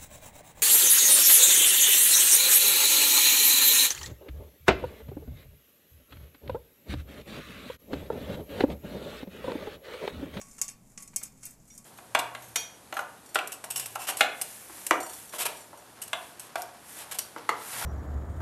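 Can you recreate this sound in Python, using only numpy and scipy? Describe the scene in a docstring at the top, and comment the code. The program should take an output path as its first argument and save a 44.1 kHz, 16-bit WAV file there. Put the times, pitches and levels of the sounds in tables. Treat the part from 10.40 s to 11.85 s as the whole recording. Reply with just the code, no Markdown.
"""A cat paws at a plastic venetian blind in a window recess. It opens on a plucked slat and soft taps,
then a hard double clack near 0.2 s; after a lull, more clacks lead to a second hard pair near 0.76 s.
Lighter clacks, scrapes and a second twang (1.3 s) follow. Contacts are bursts of filtered impacts plus
decaying sine modes; scrapes are streams of tiny slips. Reflections and a noise tail make the recess
and small room; filtered noise and steady sines make the rumble, hiss and hum beneath it all."""
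import sys
import numpy as np
from scipy import signal
from scipy.fft import rfft, irfft, next_fast_len
from scipy.io import wavfile

SR = 44100
rng = np.random.default_rng(int(sys.argv[2]) if len(sys.argv) > 2 else 0)


def master_out(mix):
    """Clip the mix to full scale and print it as 16-bit PCM to the path in sys.argv[1]."""
    frames = np.transpose(np.atleast_2d(mix))
    ceiling = np.clip(frames, -1, 1)
    pcm = np.round(ceiling * 32767).astype(np.int16)
    wavfile.write(sys.argv[1], SR, pcm)


N = 63945  # length of the scene in samples

# slat contacts: (time [s], level before colour and room [dB], low shelf gain [dB], high shelf gain [dB],
#                 chatter t60 [s], ring gain [dB])
SLAT_CONTACTS = [(0.0132, -41.5, 18.5, 7, 0.023, 1), (0.0145, -35.5, 9.5, -13, 0.021, -4),
                 (0.112, -48, -1, -10, 0.057, 0), (.136, -59, -10, -3, .03, -4),
                 (0.182, -44, -3, -5, 0.064, -10), (0.1894, -39.5, 7, 0, 0.017, 0),
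                 (0.215, -21, 2, 7, 0.015, -14), (0.2153, -17, -1.5, 3, 0.021, -5),
                 (.242, -43, 6, 1, .06, 3), (0.2803, -31, -7, 0, 0.015, 5.5),
                 (0.287, -38, 10.5, -8, 0.063, 1), (0.315, -51, -6, 7, 0.022, 6),
                 (0.5753, -33.5, 3.5, -30, 0.03, -1), (.578, -33, -5, -12.5, 0.015, -11),
                 (0.602, -57, -2, 4, 0.062, 0), (0.6233, -43.5, 3, 8.5, 0.053, 8.5),
                 (.630, -50, -26, 13, 0.029, 2), (0.6761, -41.5, -1, -2.5, 0.037, -5.5),
                 (.739, -49.5, -4, -7, 0.014, 4), (0.7609, -21, 1, 10, 0.017, -1.5),
                 (0.7636, -25, -18, 7, 0.025, -0.5), (0.8296, -41, 6, 14, .03, -2),
                 (0.8333, -33, 2.5, 8.5, 0.036, 3.5), (.851, -45, 0, 3, 0.076, -7),
                 (0.922, -55, 4, -7, 0.026, -9), (.972, -62.5, 5, -8, 0.042, 15.5),
                 (1.0309, -42, 4, -8, 0.039, 11), (1.040, -46, 4, -9, 0.085, -17),
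                 (1.0537, -38.5, 0, 18, 0.019, 8.5), (1.063, -42.5, -2, 7, 0.048, 5.5),
                 (1.1084, -50, -15, 12, 0.04, 3.5), (1.2, -61, 3, 0, 0.05, -7),
                 (1.278, -57.5, 4, 9, 0.036, -8), (1.3016, -50, 9, -9, 0.04, -5),
                 (1.3504, -53, -2, 9, 0.041, 0), (1.3777, -40, -20, 8, 0.028, 1),
                 (1.443, -51, 6, 6, 0.036, -3)]
# spectrum of the chatter: (frequency [Hz], relative density [dB per Hz])
CHATTER_COLOUR = [(150, -36), (400, -29.5), (650, -20), (1100, -24.5), (1600, -24.5), (2150, -17.5),
                  (2700, -15.5), (3600, -23.5), (4400, -16.5), (5400, -6), (6700, 4), (8000, 0),
                  (9300, -0.5), (10600, -11), (12000, -10), (14500, -20)]
# modes of a slat, also stirred by the scrape: (frequency [Hz], mean level [dB], t60 [s])
SLAT_MODES = [(2197, -32, 0.18), (2440, -33.5, 0.19), (2740, -30, 0.13), (3174, -33, 0.11),
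              (3630, -36.5, 0.25), (4470, -35, 0.25), (5230, -26, 0.21), (5740, -32, .19),
              (6320, -21, 0.066), (6700, -12, 0.047), (6983, -27, 0.068), (7430, -41, 0.1),
              (7836, -19, 0.16), (8230, -21.5, .14), (8700, -25, .14), (9300, -19, 0.098),
              (9200, -19, 0.12), (10400, -22, .13), (10160, -28.5, .13), (11770, -28, 0.19),
              (12630, -38, 0.27)]
LOW_SHELF_HZ, HIGH_SHELF_HZ = 3350, 9260


def clacks():
    """Each contact is a short chatter of plastic edges that leaves the slat ringing."""
    out = np.zeros(N)
    t = tail_time()
    for start, level_db, low_db, high_db, t60, ring_db in SLAT_CONTACTS:
        def tone(hz):
            lows = low_db * (1 - shelf(hz, LOW_SHELF_HZ))
            highs = high_db * shelf(hz, HIGH_SHELF_HZ)
            return lows + highs
        chatter = coloured(room(burst(t, t60, CHATTER_COLOUR)), tone)
        ringing = amp(ring_db) * ring(t, SLAT_MODES)
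        add(out, start, amp(level_db) * (chatter + ringing))
    return out


# paw pushes: (time [s], level before the room [dB], t60 [s])
PAW_PUSHES = [(.183, -48.5, 0.03), (.287, -62, .07), (.5765, -45.5, 0.023), (0.733, -54.5, 0.048),
              (.813, -49, 0.077), (1.031, -59, .09), (1.068, -56.5, 0.06)]
# spectrum of a push: (frequency [Hz], relative density [dB per Hz])
PUSH_SPECTRUM = [(150, -13), (500, -5), (800, -7), (1300, 0.5), (1800, -2), (2400, 1), (3000, -11),
                 (4000, -12.5), (6000, -12), (14000, -52)]


def pushes():
    """The soft paw flexes a slat: a dull knock weak in treble."""
    out = np.zeros(N)
    t = tail_time()
    for start, level_db, t60 in PAW_PUSHES:
        knock = burst(t, t60, PUSH_SPECTRUM)
        add(out, start, amp(level_db) * room(knock))
    return out


# the paw lets a slat edge slip: (time [s], gain [dB])
SLAT_PLUCKS = [(0, -54.5), (1.303, -54.5)]
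# modes of the plucked slat: (frequency [Hz], mean level [dB], t60 [s])
PLUCK_MODES = [(2210, -4, 0.066), (2950, -10.5, 0.07), (3270, -8, 0.058), (3580, -8, 0.16), (5740, 5, 0.2),
               (5700, -31, 0.084)]


def plucks():
    """A slat edge slips off the paw and twangs freely in its own modes."""
    return twangs(SLAT_PLUCKS, PLUCK_MODES)


# jolts to the whole blind: (time [s], gain [dB])
BLIND_JOLTS = [(.012, -53.5), (.185, -62), (.216, -55.5), (.58, -57), (.761, -60.5), (1.378, -63.5)]
# the blind's low note: (frequency [Hz], mean level [dB], t60 [s])
BLIND_NOTE = [(1126, -0.5, 0.47)]


def jolts():
    """A jolt sets the whole blind humming on one low note that dies away."""
    return twangs(BLIND_JOLTS, BLIND_NOTE)


# slats sliding on paw and cords: (time [s], slip level before colour and room [dB])
SLIDE_LEVEL = [(0, -56), (.035, -61.5), (.12, -58), (.19, -62), (.26, -90), (.315, -66), (.35, -77),
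               (.40, -80), (.5, -63.5), (.57, -72.5), (.61, -51.5), (.65, -65.5), (.71, -68), (.80, -71),
               (.86, -52.5), (.895, -71), (1.0, -69), (1.03, -56), (1.135, -59), (1.165, -77.5),
               (1.34, -58), (1.45, -68.5)]
# spectrum of the rub: (frequency [Hz], relative gain [dB])
RUB_COLOUR = [(200, -23.5), (1100, -13), (2300, -9), (3100, -25.5), (4000, -17), (5200, -12), (7000, 2.5),
              (9000, -4), (11000, -6), (14500, -15)]
SLIPS_PER_S, SLIP_SCATTER_DB = 1700, 5  # mean rate of slips, random spread of their size
SLIDE_RING_DB = -6  # ringing of the modes beside the rub before the room


def scrape():
    """Dense tiny slips while slats slide; they also stir the modes."""
    t = np.arange(N) / SR
    happens = rng.uniform(size=N) < SLIPS_PER_S / SR
    sizes = rng.choice([-1, 1], N) * amp(SLIP_SCATTER_DB * rng.standard_normal(N))
    slide = amp(np.interp(t, *np.transpose(SLIDE_LEVEL)))
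    force = unit(happens * sizes) * slide
    rub = unit(coloured(force, lambda hz: along(RUB_COLOUR, hz)))
    sing = unit(signal.fftconvolve(force, ring(tail_time(), SLAT_MODES))[:N])
    return np.std(force) * (room(rub) + amp(SLIDE_RING_DB) * sing)


# rumble and hiss spectrum: (frequency [Hz], relative gain [dB])
FLOOR_COLOUR = [(20, 4.5), (48, 0.5), (65, -21), (95, -7.5), (125, -1), (220, 2.5), (340, -12.5),
                (700, -14.5), (1500, -25), (4000, -31.5), (7000, -22), (14500, -29)]
# steady hum tones: (frequency [Hz], rms level [dB])
HUM_TONES = [(50, -72.5), (120, -68.5), (262, -75.5)]
FLOOR_DB = -58.5  # rms level of rumble and hiss together


def background():
    """Filtered noise gives room rumble and faint hiss; steady sines give the hum."""
    t = np.arange(N) / SR
    air = unit(coloured(rng.standard_normal(N), lambda hz: along(FLOOR_COLOUR, hz)))
    out = amp(FLOOR_DB) * air
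    for hz, level_db in HUM_TONES:
        tone = np.sqrt(2) * np.sin(2 * np.pi * (hz * t + rng.uniform()))
        out += amp(level_db) * tone
    return out


# reverberation time of the tail: (frequency [Hz], t60 [s])
TAIL_T60 = [(300, 0.28), (1200, 0.26), (2500, 0.36), (6000, 0.17), (14000, 0.22)]
# colour of the tail: (frequency [Hz], gain [dB])
TAIL_COLOUR = [(300, 6.5), (1200, 3), (2500, -1), (5000, 2.5), (9000, -8.5), (14000, -2.5)]
ROOM_DB, ROOM_BUILD_S = -5.5, 0.002  # tail gain before its colour, build-up time constant
RECESS_DB, RECESS_S = -9, 0.008  # early reflections: summed energy, spread of their delays
TAIL_S = 0.28  # length of each event and of the room's answer


def room(x):
    """Direct sound, a few reflections from the recess and a diffuse tail decaying per frequency."""
    hz, t, z = signal.stft(rng.standard_normal(len(tail_time())), SR, nperseg=256)
    envelope = fade(t, along(TAIL_T60, hz)[:, None]) * (1 - np.exp(-t / ROOM_BUILD_S))
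    tail = signal.istft(z * envelope, SR, nperseg=256)[1]
    tail /= np.linalg.norm(tail)
    answer = amp(ROOM_DB) * coloured(tail, lambda f: along(TAIL_COLOUR, f))
    walls = rng.uniform(size=(12, 2))
    for delay, sign in walls:
        bounce = np.sign(sign - 0.5) * amp(RECESS_DB) / np.sqrt(len(walls))
        add(answer, RECESS_S * (0.1 + delay), np.array([bounce]))
    answer[0] += 1  # direct sound
    return signal.fftconvolve(x, answer)[:len(x)]


MODE_ATTACK_S, MODE_SCATTER_DB = 0.0021, 2  # attack time constant, random spread of mode levels
MODE_WIDTH_HZ = 8.7  # the slats keep moving, which blurs their modes


def ring(t, modes):
    """A slat's modes, struck at a new spot each time and slowly losing their phase."""
    out = np.zeros(len(t))
    for hz, level_db, t60 in modes:
        gain = amp(level_db + MODE_SCATTER_DB * rng.standard_normal())
        steps = rng.standard_normal(len(t)) * np.sqrt(2 * np.pi * MODE_WIDTH_HZ / SR)
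        drift = np.cumsum(steps)  # random walk of the phase
        out += gain * fade(t, t60) * np.sin(2 * np.pi * (hz * t + rng.uniform()) + drift)
    return out * (1 - np.exp(-t / MODE_ATTACK_S))


def twangs(events, modes):
    """Free ringing after a pluck or a jolt."""
    out = np.zeros(N)
    t = tail_time()
    for start, level_db in events:
        add(out, start, amp(level_db) * ring(t, modes))
    return out


ATTACK_S = 0.0002  # attack time constant of a burst
IMPACT_SCATTER_DB = 2.5  # spread in size of the tiny impacts within one burst


def burst(t, t60, colour):
    """A quickly dying run of tiny impacts with the given spectrum."""
    shape = fade(t, t60) * (1 - np.exp(-t / ATTACK_S))
    sizes = amp(IMPACT_SCATTER_DB * rng.standard_normal(len(t)))
    impacts = rng.choice([-1, 1], len(t)) * sizes
    x = coloured(shape * impacts, lambda hz: along(colour, hz))
    return x * np.linalg.norm(shape) / np.linalg.norm(x)  # colour leaves the energy unchanged


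def tail_time():
    """Time axis of one event."""
    return np.arange(round(TAIL_S * SR)) / SR


def amp(db):
    """Decibels to gain."""
    return 10 ** (np.asarray(db) / 20)


def unit(x):
    """Scaled to rms 1."""
    return x / np.sqrt(np.mean(x ** 2) + 1e-20)


def along(points, hz):
    """(frequency [Hz], value) points read on a log frequency axis."""
    f, v = np.transpose(points)
    return np.interp(np.log(hz + 1), np.log(f + 1), v)


def fade(t, t60):
    """Exponential decay, down 60 dB after t60."""
    return np.exp(-np.log(1000) * t / t60)


def coloured(x, db_of_hz):
    """x through a causal minimum-phase filter with the given gain curve."""
    m = 2 * next_fast_len(len(x) // 2 + 2048, True)
    log_gain = np.log(amp(db_of_hz(np.fft.rfftfreq(m, 1 / SR))))
    cepstrum = irfft(log_gain, m)
    cepstrum[1:m // 2] *= 2  # fold onto positive time
    cepstrum[m // 2 + 1:] = 0
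    response = np.exp(rfft(cepstrum))
    return irfft(rfft(x, m) * response, m)[:len(x)]


def shelf(hz, edge_hz, order=8):
    """Rises from 0 below the edge to 1 above."""
    return 1 - 1 / (1 + (hz / edge_hz) ** order)


def add(out, start, x):
    """Mixes x in at the start time in seconds."""
    i = max(round(start * SR), 0)
    out[i:i + len(x)] += x[:max(len(out) - i, 0)]


def scene():
    """The blind over the quiet room."""
    blind = clacks() + pushes() + plucks() + jolts() + scrape()
    return (blind + background())[None]


TOP_HZ = 14550  # upper band limit


def record(dry):
    """Rolls the treble off steeply above the band limit, 1 dB per 12 Hz down to -80 dB."""
    return coloured(dry[0], lambda hz: np.clip((TOP_HZ - hz) / 12, -80, 0))[None]


dry = scene()
out = record(dry)
master_out(out)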